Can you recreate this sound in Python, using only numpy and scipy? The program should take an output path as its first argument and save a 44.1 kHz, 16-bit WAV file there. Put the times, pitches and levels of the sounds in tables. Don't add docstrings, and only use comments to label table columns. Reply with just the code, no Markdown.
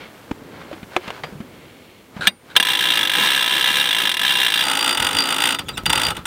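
import sys
import numpy as np
from scipy import signal
from scipy.fft import rfft, irfft
from scipy.io import wavfile
from scipy.ndimage import uniform_filter1d

SR = 44100
rng = np.random.default_rng(int(sys.argv[2]) if len(sys.argv) > 2 else 0)


def to_wav(s):
    ch = np.atleast_2d(s).T
    pcm = np.round(np.clip(ch, -1, 1) * 32767)
    wavfile.write(sys.argv[1], SR, pcm.astype(np.int16))


N = 276151


def undb(db):
    return 10 ** (np.asarray(db) / 20)


def curve(table, column=1):
    rows = np.array(table, float)
    return np.interp(np.arange(N) / SR, rows[:, 0], rows[:, column])


def swells(table, column=2):
    t = np.arange(N) / SR
    powers = (undb(row[column]) ** 2 * np.exp(-2 * ((t - row[0]) / row[1]) ** 2) for row in table)
    return np.sqrt(sum(powers))


def add(out, s, sound):
    i = int(np.clip(round(s * SR), 0, N - 1))
    out[i:i + len(sound)] += sound[:N - i]


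def body(x, colour, modes=(), ripple_db=0, size=8192):
    f = np.arange(size // 2 + 1) * SR / size
    points = np.array(colour, float)
    colour_db = np.interp(np.log(f + 1), np.log(points[:, 0]), points[:, 1])
    ripple = signal.fftconvolve(rng.standard_normal(len(f)), np.hanning(25), "same")
    power = undb(colour_db + ripple_db * ripple / np.std(ripple)) ** 2
    for hz, half_width, db in modes:
        power += undb(db) ** 2 / (1 + ((f - hz) / half_width) ** 2) ** 2
    cepstrum = irfft(np.log(power / power.mean()) / 2)
    cepstrum[1:size // 2] *= 2
    cepstrum[size // 2 + 1:] = 0
    return signal.fftconvolve(x, irfft(np.exp(rfft(cepstrum))))[:N]


def grit(per_s, spread_db):
    impacts = rng.standard_normal(N) * (rng.random(N) < per_s / SR)
    impacts *= undb(spread_db * rng.standard_normal(N))
    return impacts / np.std(impacts)


def chatter(envelope, passes=0):
    burst = rng.standard_normal(len(envelope)) * envelope
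    for _ in range(passes):
        burst *= envelope / np.sqrt(uniform_filter1d(burst ** 2, size=64) + 1e-12)
        spectrum = rfft(burst, 2 * len(envelope))
        burst = irfft(spectrum / (np.abs(spectrum) + 1e-12))[:len(envelope)]
    return burst / np.linalg.norm(burst)


def teeth(speed):
    t = np.arange(int(speed[0][0] * SR), int(speed[-1][0] * SR)) / SR
    passed = np.cumsum(np.interp(t, *np.transpose(speed))) / SR
    return np.interp(np.arange(int(passed[-1]) + 1), passed, t)


# frequency in Hz, relative level in dB.
MURMUR_COLOUR = [(20, -28.5), (45, -9), (100, -1), (180, -0.5), (290, 2), (400, -1.5), (500, -1.5),
                 (680, -11), (2000, -18.5), (8000, -66)]
HISS_COLOUR = [(1000, 8), (5000, -1.5), (9000, -3), (15500, -4.5)]
# time in seconds, murmur and hiss in dB before their trims.
AIR_LEVELS = [(0, -41.5, -53), (.14, -50.5, -49.5), (.54, -39.5, -52), (.9, -47, -49), (1.35, -42, -50),
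              (2.08, -51, -53.5), (2.26, -41, -51), (2.305, -47, -60), (2.38, -56, -58),
              (2.48, -48.5, -52.5)]

def lake_air(murmur_trim_db=1, hiss_trim_db=-1):
    murmur = body(rng.standard_normal(N), MURMUR_COLOUR) * undb(curve(AIR_LEVELS) + murmur_trim_db)
    hiss = body(rng.standard_normal(N), HISS_COLOUR) * undb(curve(AIR_LEVELS, column=2) + hiss_trim_db)
    return murmur + hiss


# frequency in Hz, relative level in dB.
RUSTLE_COLOUR = [(200, -26.5), (550, 0.5), (800, -2.5), (1100, -2.5), (1600, -3), (2500, -13), (4500, -18),
                 (15000, -44.5)]
SWISH_COLOUR = [(800, -36.5), (2000, -5), (3500, -2), (4800, -13), (6500, -25.5), (15000, -31)]
# frequency and half-width in Hz, relative level in dB.
SWISH_MODES = [(2200, 220, 4), (2750, 220, -0.5), (3180, 190, -1), (4290, 99, -2.8)]
# centre and half length in seconds, rustle and swish in dB.
SCUFFS = [(0.015, 0.071, -42.5, -42.5), (.2, 0.29, -48, -60), (.6, .15, -43.5, -51), (.76, 0.087, -47, -52),
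          (.95, 0.047, -37.5, -48), (1.07, 0.068, -39, -42.5), (1.165, 0.042, -38, -47),
          (1.29, 0.08, -45.5, -56), (1.62, 0.25, -54.5, -52), (1.9, 0.17, -69, -53),
          (2.18, 0.041, -42, -53), (2.52, 0.061, -49, -53)]

def scuffs(rustle_floor_db=-62, swish_floor_db=-61.5):
    rustle = body(grit(4000, 1.5), RUSTLE_COLOUR)
    swish = body(grit(8700, 1.6), SWISH_COLOUR, SWISH_MODES)
    return (rustle * np.hypot(swells(SCUFFS), undb(rustle_floor_db))
            + swish * np.hypot(swells(SCUFFS, column=3), undb(swish_floor_db)))


# frequency in Hz, relative level in dB.
CRUNCH_COLOUR = [(150, -42), (500, 7.5), (1100, 3.5), (2000, 2.5), (3300, -2), (5000, -15.5), (9000, -26),
                 (15000, -36)]
# start in seconds, thud level in dB, thud pitch in Hz,
# thud decay in seconds, crunch level in dB, crunch decay in seconds.
STEPS = [(0.3113, -14, 425, 0.0043, -27, 0.0023), (0.3145, -7, 294, 0.0024, -23, 0.003),
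         (0.418, -32, 243, 0.011, -57, .009), (.615, -34, 507, .008, -35, .01),
         (.714, -21.5, 570, .0054, -40, .008), (0.729, -25, 322, 0.014, -32.5, 0.013),
         (0.83, -22, 203, 0.0046, -33.5, 0.0076), (0.9645, -14.5, 360, 0.013, -6.5, 0.0038),
         (1.078, -23, 196, 0.006, -22, 0.0085), (1.104, -28, 454, .0073, -20.5, 0.0048),
         (1.2355, -34, 157, 0.021, -21.5, .011), (1.325, -29, 202, .017, -54, .01),
         (1.355, -30, 148, .017, -56, .01), (1.403, -19.5, 217, 0.0087, -37, 0.012),
         (2.165, -21.5, 200, 0.0072, -37, .024), (2.194, -24, 163, 0.01, -41, .0095),
         (2.275, -24, 194, .015, -24, 0.013)]

def steps():
    t = np.arange(SR // 8) / SR
    thuds, crunch = np.zeros(N), np.zeros(N)
    for s, db, hz, decay_s, crunch_db, crunch_s in STEPS:
        add(thuds, s, undb(db) * np.exp(-t / decay_s) * np.sin(2 * np.pi * hz * t))
        add(crunch, s, undb(crunch_db) * np.exp(-t / crunch_s) * rng.standard_normal(len(t)))
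    return thuds + body(crunch, CRUNCH_COLOUR)


# start in seconds, pitch in Hz, level in dB, decay in seconds.
CLINKS = [(1.237, 4790, -41, .025), (4.294, 4740, -32, .015), (4.56, 4735, -27, .018),
          (4.594, 4735, -28, .018), (4.625, 4735, -27, .012)]

def clinks():
    t, out = np.arange(SR // 4) / SR, np.zeros(N)
    for s, hz, db, decay_s in CLINKS:
        add(out, s, undb(db) * np.exp(-t / decay_s) * np.sin(2 * np.pi * hz * t))
    return out


# start and length in seconds, start and end pitch in Hz, level in dB.
SQUEAKS = [(5.651, 0.06, 3560, 3040, -44), (5.728, 0.037, 3950, 3650, -38.5),
           (5.756, 0.023, 2780, 2440, -37)]

def bearing_squeak(waver=0.024, octave_db=-7):
    out = np.zeros(N)
    for s, length_s, start_hz, end_hz, db in SQUEAKS:
        n = int(length_s * SR)
        wobble = uniform_filter1d(rng.standard_normal(N), size=80)[:n]
        hz = np.linspace(start_hz, end_hz, n) * (1 + waver * wobble / np.std(wobble))
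        phase = 2 * np.pi * np.cumsum(hz) / SR
        whistle = np.sin(phase) + undb(octave_db) * np.sin(2 * phase)
        add(out, s, undb(db) * np.sqrt(np.hanning(n)) * whistle)
    return out


# frequency in Hz, relative level in dB.
BOOM_COLOUR = [(20, -14), (40, -9), (70, -4), (120, -8.5), (180, -7.5), (400, -17.5), (2000, -45)]
# centre and half length in seconds, level in dB.
BOOMS = [(4.7, 0.091, -49), (5.025, 0.057, -33.5), (5.145, 0.033, -37), (5.44, .08, -49), (5.73, 0.15, -35),
         (5.885, 0.064, -30), (6.06, 0.18, -34.5)]

def frame_boom():
    return body(grit(990, 4.1) * swells(BOOMS), BOOM_COLOUR)


# centre and half length in seconds, rumble boost in dB.
PUSHES = [(3.02, 0.065, 5.5), (3.23, .06, 4.5), (4.02, 0.059, 2.5), (5.035, 0.038, 3), (5.18, 0.033, 1.5),
          (6.04, .08, 0.5)]

def cranking(speed, db, db_per_doubling, usual_teeth_per_s=60):
    t = np.arange(N) / SR
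    push_db = sum(boost * np.exp(-((t - s) / half_s) ** 2) for s, half_s, boost in PUSHES)
    speed_db = db_per_doubling * np.log2(curve(speed) / usual_teeth_per_s)
    turning = (t >= speed[0][0]) & (t <= speed[-1][0] + .01)
    return undb(db + push_db + speed_db) * uniform_filter1d(turning.astype(float), size=256)


def jolts(clicks, trim_db, decay_s):
    t, out = np.arange(SR // 4) / SR, np.zeros(N)
    for s, click_db, *_ in clicks:
        add(out, s, undb(trim_db + click_db / 2) * np.exp(-t / decay_s))
    return out


# frequency in Hz, relative level in dB.
JACK_RUMBLE = [(60, -22), (170, -1.5), (280, -3.5), (420, -2.5), (620, -1.5), (860, -1), (1080, 0.5),
               (1330, -0.5), (2000, -5.5), (3500, -5.5), (6000, -23), (15000, -31)]
# frequency and half-width in Hz, relative level in dB.
HITCH_FRAME = [(276.4, 20, 7.9), (356, 14, 5), (496, 15, 0.89), (860, 32, 1.8), (990, 16, 1.7),
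               (1310, 98, 7.6)]

def jack_gears(run_out_s=.012):
    runs = sum(cranking(speed, db=-26.5, db_per_doubling=4.5) for speed in (JACK_LONG, JACK_SHORT))
    keep = np.exp(-1 / (run_out_s * SR))
    gain = signal.lfilter([1 - keep], [1, -keep], runs)
    gain += jolts(JACK_SINGLES, trim_db=-17.5, decay_s=0.028)
    return body(grit(8000, 2.4) * gain, JACK_RUMBLE, HITCH_FRAME)


# frequency in Hz, relative level in dB.
WINCH_RUMBLE = [(30, -23), (70, -34), (170, -3.5), (330, 3), (620, -8), (1000, 8), (1250, -8), (1700, 4.5),
                (2600, 0.5), (5000, -11.5), (15000, -20)]
# frequency and half-width in Hz, relative level in dB.
WHEEL_FRAME = [(181, 49, 2.5), (283, 11, 1), (338, 12, 6), (492.7, 15.6, 7.5), (551, 2.7, 13),
               (665, 7.6, 8), (822, 26, 7.5), (980, 78, 0.5), (1290, 22, 10.5), (1750, 76, -14)]

def winch_gears():
    gain = cranking(WINCH_SPEED, db=-31, db_per_doubling=9)
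    gain += jolts(WINCH_SINGLES[1:], trim_db=-20.5, decay_s=0.012)
    return body(grit(3000, 2.5) * gain, WINCH_RUMBLE, WHEEL_FRAME)


# frequency in Hz, relative level in dB.
DRAG_COLOUR = [(200, -12.5), (1000, -12), (4000, -22), (5000, -26), (9500, -27), (15000, -43)]
# frequency and half-width in Hz, relative level in dB.
DRAG_MODES = [(1530, 130, 6.5), (2700, 700, -10), (3850, 370, -5.5)]
# start and length in seconds, level of each slip in dB.
DRAGS = [(2.209, .058, -22), (2.5, .02, -37.5), (2.554, .008, -21)]

def pawl_drags(slip_every_s=0.011, decay_s=.011):
    t, out = np.arange(SR // 12) / SR, np.zeros(N)
    for start, length_s, db in DRAGS:
        for s in np.arange(start, start + length_s, slip_every_s):
            add(out, s, undb(db) * np.exp(-t / decay_s) * rng.standard_normal(len(t)))
    return body(out, DRAG_COLOUR, DRAG_MODES)


# time in seconds, teeth per second.
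JACK_LONG = [(4.64, 70.3), (4.71, 61.7), (4.734, 49.9), (4.845, 57.8), (4.89, 65.6), (4.971, 35.1),
             (5.004, 41.8), (5.278, 61.9), (5.318, 53.1), (5.394, 47.9), (5.407, 56.9), (5.511, 60.5),
             (5.553, 32.9)]
JACK_SHORT = [(5.958, 45.0), (6.059, 62.6), (6.111, 42.9)]
# time in seconds, relative levels of the click and the wheel's ring in dB.
JACK_FORCE = [(4.64, -21.5, -29.5), (4.76, -17, -34), (4.81, -19.5, -25.5), (4.9, -17, -27.5),
              (4.94, -21, -28), (5.0, -18.5, -31), (5.068, -15, -25), (5.092, -23, -46),
              (5.2, -16.5, -20.5), (5.225, -23.5, -29), (5.32, -19, -31), (5.37, -21, -39),
              (5.42, -16.5, -27), (5.49, -17, -36), (5.55, -22.5, -26), (5.96, -16.5, -26), (6.0, -19, -42),
              (6.045, -19.5, -20), (6.11, -22, -37)]
JACK_SINGLES = [(5.5928, -22.5, -35), (5.6905, -24.5, -32.5), (5.7785, -23, -38), (5.8629, -15, -21.5),
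                (5.9022, -14, -25), (5.9326, -13, -30), (6.153, -38, -59), (6.1694, -28.5, -52),
                (6.2606, -17.5, -43)]

def jack_clicks(click_scatter_db=0.97, ring_scatter_db=3):
    times = np.concatenate([teeth(JACK_LONG), teeth(JACK_SHORT)])
    at, click_db, ring_db = np.transpose(JACK_FORCE)
    chance = rng.standard_normal((len(times), 2))
    clicks = np.interp(times, at, click_db) + click_scatter_db * chance[:, 0]
    rings = np.interp(times, at, ring_db) + ring_scatter_db * chance[:, 1]
    return sorted([*JACK_SINGLES, *zip(times, clicks, rings)], key=lambda row: row[0])


# frequency in Hz, relative level in dB.
JACK_COLOUR = [(100, -24), (500, -21), (1000, -21), (1600, -12), (3400, -2.5), (4400, -17.5), (6000, -16),
               (9700, -12), (11200, -23), (15500, -26)]
# frequency and half-width in Hz, relative level in dB.
JACK_MODES = [(870, 72, 4), (1345, 78, 0.5), (1468, 33, 4), (1597, 58, -1), (1960, 156, 0.5), (2562, 75, 2),
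              (2792, 59, 4.5), (2924, 51, 7), (3186, 73, 1), (3540, 113, 6), (3950, 45, -4)]
JACK_HIGH_MODES = [(5580, 350, -13), (7100, 170, -15), (8730, 140, -8), (8790, 390, -6),
                   (12350, 330, -14.5), (14700, 250, -13)]

def jack_ratchet(click_db=26.5, slip_db=-6, ring_db=6, wheel_hz=4737, wheel_decay_s=0.013):
    t, ring_t = np.arange(1600) / SR, np.arange(SR // 6) / SR
    attack_s = .005
    since = t - attack_s
    rise = np.exp(np.minimum(since, 0) / 0.0019)
    fall = np.hypot(np.exp(-since / 0.0029), undb(-13) * np.exp(-since / 0.01))
    strike, slip = np.where(since < 0, rise, fall), np.exp(-t / 0.0037)
    blows, ring = np.zeros(N), np.zeros(N)
    clicks = jack_clicks()
    gaps = np.diff([row[0] for row in clicks], prepend=clicks[0][0] - .016)
    for (s, db, wheel_db), gap in zip(clicks, gaps):
        lead_s = min(0.16 * gap, 0.006)
        add(blows, s - lead_s, undb(db + click_db + slip_db) * chatter(slip))
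        add(blows, s - attack_s, undb(db + click_db) * chatter(strike, passes=1))
        ring[int(s * SR):] *= .3
        tone = np.sin(2 * np.pi * (wheel_hz * ring_t + rng.random()))
        add(ring, s, undb(wheel_db + ring_db) * np.exp(-ring_t / wheel_decay_s) * tone)
    return body(blows, JACK_COLOUR, JACK_MODES + JACK_HIGH_MODES, ripple_db=0.5) + ring


# time in seconds, teeth per second.
WINCH_SPEED = [(2.6501, 48.1), (2.698, 67.9), (2.767, 48.3), (2.823, 65.4), (2.965, 56.0), (3.087, 42.7),
               (3.246, 87.7), (3.282, 62.2), (3.348, 70.4), (3.449, 54.3), (3.533, 73.6), (3.65, 58.6),
               (3.686, 76.1), (3.846, 67.1), (3.91, 49.6), (4.021, 60.1), (4.161, 33.6), (4.286, 75.5),
               (4.341, 59.3), (4.408, 67.4), (4.5, 50.5), (4.627, 64.6)]
# start in seconds, relative level in dB.
WINCH_SINGLES = [(2.2711, -5.5), (2.5641, -4.5), (2.5998, -10.5), (2.6268, -14.5)]

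def winch_clicks(run_db=-16, scatter_db=0.98):
    times = teeth(WINCH_SPEED)
    levels = run_db + scatter_db * rng.standard_normal(len(times))
    return sorted([*WINCH_SINGLES, *zip(times, levels)], key=lambda row: row[0])


# frequency in Hz, relative level in dB.
WINCH_COLOUR = [(100, -44.5), (500, -25.5), (1000, -22.5), (1600, -13), (2300, -15), (3600, -9.5),
                (4500, -22), (7000, -28), (11000, -29), (15500, -49.5)]
# frequency and half-width in Hz, relative level in dB.
WINCH_MODES = [(1008, 25, -8), (1662, 130, -8.5), (1986, 15, -6.5), (2240, 18, -14), (2464, 28, -9),
               (2787, 40, 1), (3136, 63, -1), (3393, 58, 0), (3706, 52, -1.5), (3810, 22, -5.5),
               (4050, 55, -7), (4705, 28, -13.5), (5520, 110, -18), (8250, 54, -14), (9140, 110, -18),
               (9550, 41, -15), (12780, 110, -18), (13250, 110, -30), (14750, 360, -20.5)]
# pitch in Hz, relative level in dB, seconds to fade by 60 dB.
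PAWL_RING = [(813, -5, .33), (2159, 1, .18), (4743, 0, .16), (9135, -8, .52), (14640, -15, .3)]

def winch_ratchet(hold_s=0.00475, decay_s=0.00472, alike=0.55, click_db=26.5, ring_db=-33,
                  clank_hz=1720, clank_db=-4, snap_db=5, snap_s=0.0041, usual_rest_s=0.01):
    t = np.arange(1400) / SR
    envelope = np.exp(-np.maximum(t - hold_s, 0) / decay_s)
    usual = chatter(envelope, passes=6)
    clank = np.exp(-t / 0.0032) * np.sin(2 * np.pi * clank_hz * t)
    blows, ring = np.zeros(N), np.zeros(N)
    clicks = winch_clicks()
    rests = np.diff([row[0] for row in clicks], append=clicks[-1][0] + 0.08)
    for (s, db), rest, rest_before in zip(clicks, rests, np.roll(rests, 1)):
        burst = np.sqrt(alike) * usual + np.sqrt(1 - alike) * chatter(envelope)
        snap = min(undb(db + snap_db) * (rest_before / usual_rest_s) ** 2, 1.2)
        burst *= 1 + snap * np.exp(-t / snap_s)
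        add(blows, s, undb(db + click_db) * burst / np.linalg.norm(burst))
        add(ring, s, undb(db + clank_db) * clank)
        free_t = np.arange(int(rest * SR)) / SR
        partials = sum(undb(level - 60 * free_t / t60) * np.sin(2 * np.pi * hz * free_t)
                       for hz, level, t60 in PAWL_RING)
        add(ring, s, undb(db + ring_db) * partials)
    return body(blows, WINCH_COLOUR, WINCH_MODES, ripple_db=3.0) + ring


def scene():
    backdrop = lake_air() + scuffs() + steps() + clinks()
    jack = bearing_squeak() + frame_boom() + jack_gears() + jack_ratchet()
    winch = winch_gears() + pawl_drags() + winch_ratchet()
    return (backdrop + jack + winch)[None]


def record(dry, low_cut_hz=42, top_hz=15800):
    low_cut = signal.butter(2, low_cut_hz, "high", fs=SR, output="sos")
    high_cut = signal.ellip(10, .2, 70, top_hz, fs=SR, output="sos")
    clipped = np.clip(signal.sosfilt(low_cut, dry), -1, 1)
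    return signal.sosfilt(high_cut, clipped)


dry = scene()
out = record(dry)
to_wav(out)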